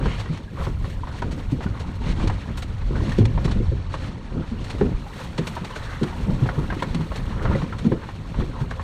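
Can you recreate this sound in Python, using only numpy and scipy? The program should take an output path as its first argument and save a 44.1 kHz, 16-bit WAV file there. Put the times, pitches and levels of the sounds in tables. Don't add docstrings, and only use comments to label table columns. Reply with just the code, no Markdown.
import sys
import numpy as np
from scipy import signal
from scipy.fft import rfft, irfft, next_fast_len
from scipy.io import wavfile

SR = 44100
rng = np.random.default_rng(int(sys.argv[2]) if len(sys.argv) > 2 else 0)


def waveform_to_disk(signal):
    frames = np.transpose(np.atleast_2d(signal))
    scaled = np.clip(frames, -1, 1) * 32767
    samples = np.round(scaled).astype(np.int16)
    wavfile.write(sys.argv[1], SR, samples)


N = 389403
TIME = np.arange(N) / SR
WAVE_RISE, PULL_RISE = 0.52, 0.56

# time in seconds, level in dB.
BREEZE_CURVE = [(0.0, -25), (0.17, -24), (0.41, -38), (0.6, -27), (1.11, -31.5), (1.74, -27.5),
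                (2.33, -24.5), (2.43, -32.5), (2.68, -30.5), (2.9, -25), (3.4, -20.5), (4.02, -29),
                (4.2, -38.5), (4.6, -29), (5.12, -38), (5.41, -32), (5.7, -35), (6.64, -25.5),
                (6.79, -31.5), (7.3, -26.5), (7.8, -32.5), (8.2, -35), (8.6, -28.5), (8.83, -33)]
# crest in seconds, gurgle in dB, length in seconds,
# lapping in dB.
PASSING_WAVES = [(0.017, -24.5, 0.2, -36), (0.608, -52, 0.082, -33), (1.295, -32, 0.34, -51),
                 (1.82, -38, 0.41, -42.5), (2.08, -31.5, 0.25, -58), (2.255, -30, 0.22, -40),
                 (3.017, -29.5, 0.23, -40), (3.44, -26.5, 0.23, -50), (4.37, -33.5, 0.27, -51),
                 (4.864, -26.5, 0.24, -43), (6.323, -30, 0.33, -51), (6.58, -31.5, 0.2, -37),
                 (6.87, -34, 0.19, -60), (7.48, -23.5, 0.3, -31.5), (7.944, -28, 0.18, -54),
                 (8.402, -28, 0.07, -35.5), (8.58, -37, 0.22, -40.5)]
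# fastest moment in seconds, rustle in dB, length in seconds,
# spray offset in dB.
NET_PULLS = [(0.112, -39, 0.23, -33), (0.202, -38, 0.07, -25), (0.332, -45, 0.35, -36),
             (0.649, -41.5, 0.16, -18.5), (0.897, -46.5, 0.2, -20), (1.157, -45.5, 0.2, -37),
             (1.398, -44.5, 0.079, -20), (1.64, -39.5, 0.048, -27), (2.09, -35.5, 0.1, -36),
             (2.224, -38, 0.12, -44), (2.43, -46.5, 0.46, -37), (3.107, -42, 0.4, -27),
             (3.47, -45.5, 0.49, -26), (3.944, -37, 0.053, -36), (4.051, -42.5, 0.17, -27),
             (4.723, -45.5, 0.45, -27), (5.212, -41.5, 0.16, -20), (5.525, -50.5, 0.19, -10),
             (6.802, -46, 0.13, -24), (7.172, -40, 0.11, -23), (7.566, -44, 0.34, -30),
             (7.86, -42, 0.054, -35), (8.412, -42.5, 0.08, -31), (8.613, -42, 0.048, -24)]
# time in seconds, patter in dB, high hiss in dB.
PATTER_AND_HISS = [(0, -59.5, -76), (1.3, -49, -71.5), (2.8, -49.5, -74), (3.7, -49, -96),
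                   (4.3, -49.5, -82), (5.05, -48, -71), (5.8, -43.5, -65.5), (7.2, -46, -68),
                   (8.2, -49.5, -74), (8.83, -47, -69)]
# frequency in Hz, level in dB.
TRICKLE_EQ = [(250, -5.5), (480, -2), (680, -8.5), (920, 1.5), (1400, -2.5), (2000, -8.5), (3000, -16.5),
              (6000, -33)]
MESH_EQ = [(800, 5.5), (1800, 1), (3000, 0), (4300, -0.5), (5500, -8), (8000, -13), (10500, -24),
           (12500, -43)]


def amp(db):
    return 10 ** (np.asarray(db) / 20)


def unit(x):
    return x / np.sqrt(np.mean(x ** 2) + 1e-20)


def peaked(x):
    return x / (abs(x).max() + 1e-12)


def level(curve, column=1):
    columns = np.transpose(curve)
    return amp(np.interp(TIME, columns[0], columns[column]))


def add(mix, start, sound):
    part = mix[max(round(start * SR), 0):][:len(sound)]
    part += sound[:len(part)]


def colour(x, eq):
    hz, db = np.transpose(eq)
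    size = next_fast_len(len(x))
    f = np.fft.rfftfreq(size, 1 / SR)
    gain = amp(np.interp(np.log(f + 1), np.log(hz), db)) / np.maximum(f / hz[-1], 1) ** 3
    return unit(irfft(rfft(x, size) * gain, size)[:len(x)])


def flutter(per_s, depth_db):
    knots = rng.standard_normal(4000)
    return unit(amp(depth_db * np.interp(TIME * per_s, np.arange(len(knots)), knots)))


def patter(size, per_s, spread_db):
    sizes = amp(spread_db * np.minimum(rng.exponential(1, size), 4))
    return sizes * rng.choice([-1, 1], size) * (rng.random(size) < per_s / SR)


def fade(t, rise, t60):
    return (1 - np.exp(-(t / rise) ** 2)) * np.exp(-np.log(1000) * t / max(t60, rise))


def bubble(t, hz, t60, rise, glide):
    pitch = hz * (1 + glide * np.minimum(t / t60, 1))
    return fade(t, rise, t60) * np.sin(2 * np.pi * np.cumsum(pitch) / SR)


def fizz(low_hz, high_hz, per_s, spread_db, cycles, count=40):
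    out, t = np.zeros(N), np.arange(SR // 20) / SR
    for hz in np.geomspace(low_hz, high_hz, count) * rng.uniform(.98, 1.02, count):
        grain = bubble(t, hz, t60=cycles / hz, rise=2 / hz, glide=0.15)
        out += signal.oaconvolve(patter(N, per_s / count, spread_db), grain)[:N]
    return unit(out)


def scatter(x, t60, wet_db):
    t = np.arange(SR // 3) / SR
    tail = rng.standard_normal(len(t)) * fade(t, 0.0061, t60)
    return x + amp(wet_db) * signal.oaconvolve(x, tail / np.linalg.norm(tail))[:N]


def surges(rows, rise):
    t, power = TIME[::64], 0
    for crest, db, length, *_ in rows:
        width = length * np.where(t < crest, rise, 1 - rise)
        power += amp(db) ** 2 / np.cosh(2 * np.clip((t - crest) / width, -10, 10)) ** 2
    return np.interp(TIME, t, power)


def wind():
    # crest in seconds, level in dB, length in seconds.
    gusts = [(0.08, -20, 0.065), (2.1, -22, 0.098), (2.27, -21.5, 0.21), (2.88, -22, 0.16),
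             (3.55, -23.5, 0.16), (4.95, -18, 0.046), (8.4, -18, 0.096)]
    # frequency in Hz, level in dB.
    rumble_eq = [(8, -35), (25, -2), (55, -1.5), (100, -3.5), (160, -13.5), (300, -31)]
    gust_eq = [(15, -3), (45, 6), (85, -3), (140, -35)]
    heave = amp(-1) ** 2 * surges(PASSING_WAVES, WAVE_RISE)
    strength = np.sqrt(level(BREEZE_CURVE) ** 2 + heave)
    rumble = colour(rng.standard_normal(N) * flutter(per_s=31, depth_db=2), rumble_eq)
    eddies = np.sign(colour(rng.standard_normal(N), gust_eq))
    return strength * rumble + np.sqrt(surges(gusts, rise=0.42)) * colour(eddies, gust_eq)


def drone(hz=94.7, width_hz=15):
    f = np.fft.rfftfreq(N, 1 / SR)
    hum = irfft(rfft(rng.standard_normal(N)) / (1 + (2 * (f - hz) / width_hz) ** 2), N)
    return amp(-41.5) * unit(hum * level(BREEZE_CURVE))


def slosh():
    # frequency in Hz, level in dB.
    gurgle_eq = [(60, -11), (120, 0.5), (180, 0), (270, -6), (430, -16.5), (650, -22), (1200, -49)]
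    stir = unit(patter(N, per_s=250, spread_db=3)) + rng.standard_normal(N)
    ripples = amp(-40.5) ** 2
    strength = np.sqrt(ripples + surges(PASSING_WAVES, WAVE_RISE))
    return amp(2.76) * strength * colour(stir * flutter(per_s=20, depth_db=3.8), gurgle_eq)


def trickle():
    bubbles = fizz(430.5, 1900, per_s=420, spread_db=2.3, cycles=12.6)
    bubbles = unit(scatter(bubbles, t60=0.052, wet_db=-5))
    wash = rng.standard_normal(N) * flutter(per_s=28, depth_db=5)
    ripples = amp(-64) ** 2
    lapping = surges([(crest, db, length) for crest, _, length, db in PASSING_WAVES], WAVE_RISE)
    shaken_drops = surges(NET_PULLS, PULL_RISE)
    dripping = (amp(3) * level(PATTER_AND_HISS)) ** 2
    strength = np.sqrt(ripples + lapping + shaken_drops + dripping)
    return amp(-1.5) * strength * colour(bubbles + amp(6) * wash, TRICKLE_EQ)


def net():
    # frequency in Hz, level in dB.
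    hiss_eq = [(4000, -6.5), (8000, -8.5), (11000, -15), (12300, -12.5), (14000, -17), (15500, -25)]
    crackle = fizz(1696, 12150, per_s=1500, spread_db=3, cycles=45)
    rubbing = rng.standard_normal(N) * flutter(per_s=55, depth_db=2.5)
    ticks = unit(scatter(patter(N, per_s=22, spread_db=3), t60=0.028, wet_db=2))
    sizzle = rng.standard_normal(N) + fizz(7000, 14500, per_s=680, spread_db=3, cycles=45, count=16) / 2
    rustle = colour(rubbing + amp(-8) * crackle + amp(-15) * ticks, MESH_EQ)
    hiss = colour(sizzle * flutter(per_s=16, depth_db=1.5) + ticks / 2, hiss_eq)
    flings = [(crest, db + spray_db, length) for crest, db, length, spray_db in NET_PULLS]
    rustle_gain = np.sqrt(level(PATTER_AND_HISS) ** 2 + surges(NET_PULLS, PULL_RISE))
    hiss_gain = np.sqrt(level(PATTER_AND_HISS, column=2) ** 2 + surges(flings, PULL_RISE))
    return rustle_gain * rustle + amp(7) * hiss_gain * hiss


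def thumps():
    # time in seconds, level in dB, air pitch in Hz, knock in dB.
    wavelets = [(0.056, -20.5, 205, -16), (0.057, -20, 447, -24), (0.296, -14.5, 159, -42),
                (0.667, -17.5, 115, -15.5), (1.373, -22.5, 282, -25), (1.521, -13.5, 278, -28),
                (1.523, -14, 136, -36), (1.654, -15, 190, -44), (2.161, -21, 125, -26),
                (2.24, -22, 145, -6.5), (2.906, -22.5, 139, -4.5), (3.182, -6.5, 179.8, -14),
                (3.199, -4, 104.5, -29), (3.255, -14, 113, -26), (3.448, -17, 134, -13.5),
                (3.557, -16, 197, -18), (3.6, -17.5, 205, -9.5), (3.717, -17.5, 121, -13.5),
                (4.358, -30, 430, -5), (4.515, -20, 226, -23), (4.811, -9.5, 404, -16),
                (4.819, -8, 199.4, -19), (5.388, -11.5, 168.3, -16), (5.614, -16.5, 181, -25),
                (6.014, -13.5, 212.6, -12), (6.022, -14, 145.5, -16.5), (6.419, -7.5, 126, -32),
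                (6.577, -12, 145.4, -19), (6.764, -21.5, 276, -15), (6.948, -12, 171, -31),
                (6.993, -13, 158, -40), (7.415, -21.5, 304, -10), (7.549, -17.5, 145, -15),
                (7.552, -18, 535, -32), (7.627, -13.5, 168, -39), (7.848, -11.5, 223, -21),
                (7.864, -7.5, 189, -39), (7.916, -13.5, 134, -6.5), (8.383, -17, 195, -17),
                (8.419, -20.5, 120, -7.5), (8.61, -14.5, 133, -36)]
    # frequency in Hz, level in dB, time to fall 60 dB in seconds.
    panel_modes = [(227.7, -10.5, 0.16), (297.5, -17, 0.33), (326, -0.5, 0.12), (381, -5, 0.18),
                   (422, -4.5, 0.12), (498.6, -0.5, 0.075)]
    # frequency in Hz, level in dB.
    churn_eq = [(50, -25), (130, -6), (250, -2), (400, -12)]
    out, t = np.zeros(N), np.arange(SR // 2) / SR
    for start, db, hz, knock_db in wavelets:
        pocket = bubble(t, hz, t60=0.11 * np.sqrt(200 / hz), rise=0.0059, glide=0.024)
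        load = 1 + 0.0875 * rng.uniform(-1.04, 1)
        panels = np.zeros(len(t))
        for mode_hz, mode_db, t60 in panel_modes:
            mode = np.sin(2 * np.pi * (mode_hz * load * t + rng.random()))
            panels += amp(mode_db) * fade(t, 0.0043, t60) * mode
        churn = colour(rng.standard_normal(len(t)), churn_eq) * fade(t, 0.007, 0.21)
        water = amp(-11) * peaked(churn) + amp(-15) * fragments(t, hz)
        thump = amp(-3.5) * peaked(pocket) + amp(knock_db + 7.5) * peaked(panels) + water
        add(out, start - .002, amp(db) * thump)
    return scatter(out, t60=0.13, wet_db=-11)


def fragments(t, hz, count=4, breakup_s=0.1):
    out = np.zeros(len(t))
    for late, pitch_lift in rng.random((count, 2)):
        gulp = bubble(t, min(hz, 250) * (1 + pitch_lift), t60=0.058, rise=0.0036, glide=0.075)
        add(out, late * breakup_s, amp(-10 * late) * peaked(gulp))
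    return out


def slaps():
    # start in seconds, level in dB, cavity pitch in Hz.
    smacks = [(0.056, -25.5, 940), (0.667, -31, 960), (0.843, -34, 1100), (1.071, -32, 1005),
              (1.221, -24.5, 945), (1.606, -31, 910), (2.199, -30.5, 1140), (2.297, -26.5, 964),
              (2.956, -30.5, 1465), (3.376, -29, 940), (3.477, -31, 810), (3.94, -27.5, 1130),
              (4.809, -25.5, 755), (5.382, -29.5, 936), (5.566, -27.5, 945), (5.761, -31.5, 1530),
              (6.036, -29, 974), (6.458, -31.5, 983), (6.489, -25, 1434), (6.724, -26.5, 1020),
              (6.823, -21, 970), (7.117, -30, 1060), (7.452, -25.5, 920), (7.549, -29, 1980),
              (7.617, -31.5, 1070), (7.919, -28.5, 1000), (8.343, -32.5, 900), (8.711, -29, 1627),
              (8.795, -31.5, 1070)]
    # frequency in Hz, level in dB.
    crack_eq = [(150, 1), (420, 8.5), (680, 6), (1000, 4.5), (1800, -1.5), (2600, -12), (5000, -21.5),
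                (12000, -61)]
    out, t = np.zeros(N), np.arange(SR // 5) / SR
    envelope = fade(t, 0.0013, 0.067) + amp(-21) * fade(t, 0.0012, 0.12)
    for start, db, hz in smacks:
        crack = colour(rng.standard_normal(len(t)), crack_eq) * envelope
        cavity = bubble(t, hz, t60=0.035, rise=0.00028, glide=0.066)
        add(out, start, amp(db + 2.5) * (crack + peaked(cavity)))
    return scatter(out, t60=0.08, wet_db=-9)


def rope_rubs(pitch_ratio=1.284):
    # fastest moment in seconds, level in dB, length in seconds,
    # centre of the rasp in Hz.
    slips = [(0.112, -39.5, 0.16, 2420), (5.914, -40.5, 0.24, 1500), (6.806, -36.5, 0.02, 2500)]
    out = np.zeros(N)
    for crest, db, length, hz in slips:
        rasp = fizz(hz / pitch_ratio, hz * pitch_ratio, per_s=1500, spread_db=4, cycles=37, count=10)
        out += np.sqrt(surges([(crest, db, length)], PULL_RISE)) * rasp
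    return out


def flicks():
    # time in seconds, level in dB, top treble in dB, rise in seconds.
    strokes = [(0.193, -32.5, -27, 0.014), (0.374, -38, -23, 0.0045), (1.22, -35, -34, 0.005),
               (1.309, -34, -24, 0.015), (1.511, -38, -18, 0.011), (1.793, -34.5, -24, 0.014),
               (2.273, -26.5, -48, 0.007), (2.3, -36, -21, 0.0039), (2.571, -30.5, -14.5, 0.011),
               (2.621, -30, -22, 0.0083), (3.093, -33, -29, 0.0047), (3.119, -31.5, -24, 0.006),
               (3.179, -30.5, -29, 0.011), (3.253, -27, -38, 0.0057), (3.443, -27.5, -32, 0.011),
               (3.508, -29.5, -42, 0.011), (4.641, -33.5, -21, 0.0078), (4.698, -29, -28, 0.01),
               (5.377, -25.5, -42, 0.009), (5.469, -24.5, -19.5, 0.008), (5.645, -30, -23, 0.0078),
               (5.753, -32, -21, 0.013), (6.031, -27.5, -25, 0.0059), (6.822, -28.5, -20, 0.0071),
               (6.945, -27.5, -36, 0.0065), (7.158, -29.5, -28, 0.0064), (7.783, -32.5, -38, 0.009),
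               (8.707, -33.5, -40, 0.0068)]
    spray_eq = [(3000, -26), (8000, -1), (10800, -16), (12200, -9), (14500, -24)]
    out, t = np.zeros(N), np.arange(SR // 4) / SR
    for start, db, treble_db, rise in strokes:
        hiss = rng.standard_normal((2, len(t)))
        strands, drops = hiss + unit(patter(len(t), per_s=3000, spread_db=1.5)) / 2
        stroke = peaked((t / rise) ** 2 * np.exp(-2 * t / rise))
        snap = amp(6) * np.exp(-rise / 0.005) * fade(np.maximum(t - rise / 2, 0), 0.0002, 0.012)
        rub = colour(strands, MESH_EQ) * (stroke + snap)
        spray = colour(drops, spray_eq) * (np.sqrt(stroke) + snap)
        add(out, start - .002, amp(db - 4) * (rub + amp(treble_db) * spray))
    return out


def plops():
    # start in seconds, level in dB, bubble pitch in Hz, splash offset in dB.
    drops = [(0.257, -32, 1070, 0), (0.478, -36, 1624, -24), (1.033, -20.5, 966, -17),
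             (1.663, -26, 1440, -8), (2.017, -28, 886, -12), (3.118, -27, 1800, -16),
             (5.064, -27.5, 795, -13), (6.126, -27, 920, -7), (6.701, -19.5, 1595, -5.5),
             (7.007, -29.5, 855, -3), (7.456, -21.5, 1320, -16), (7.725, -23.5, 1307, -5.5),
             (8.087, -31, 786, -2)]
    out, t = np.zeros(N), np.arange(SR // 8) / SR
    for start, db, hz, splash_db in drops:
        splash = colour(rng.standard_normal(len(t)), TRICKLE_EQ) * fade(t, 0.001, 0.084)
        ring = peaked(bubble(t, hz, t60=0.045, rise=0.002, glide=0.11))
        add(out, start, amp(db) * (amp(-5.5) * ring + amp(splash_db) * splash))
    return scatter(out, t60=0.11, wet_db=-10)


def scene():
    air = wind() + drone()
    water = thumps() + slaps() + plops() + slosh() + trickle()
    haul = net() + rope_rubs() + flicks()
    return (air + water + haul)[None]


def record(dry):
    # centre in Hz, width in Hz, gain in dB.
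    notches = [(4895, 210, -7.5), (7420, 290, -3.5), (11260, 460, -4.5)]
    f = np.fft.rfftfreq(N, 1 / SR)
    port_db = sum(db * np.exp(-((f - hz) / width) ** 2) for hz, width, db in notches)
    notched = irfft(rfft(dry) * amp(port_db), N)
    low_pass = signal.firwin(511, 15700, window=("kaiser", 9), fs=SR)
    return signal.oaconvolve(notched, low_pass[None], "same")


dry = scene()
out = record(dry)
waveform_to_disk(out)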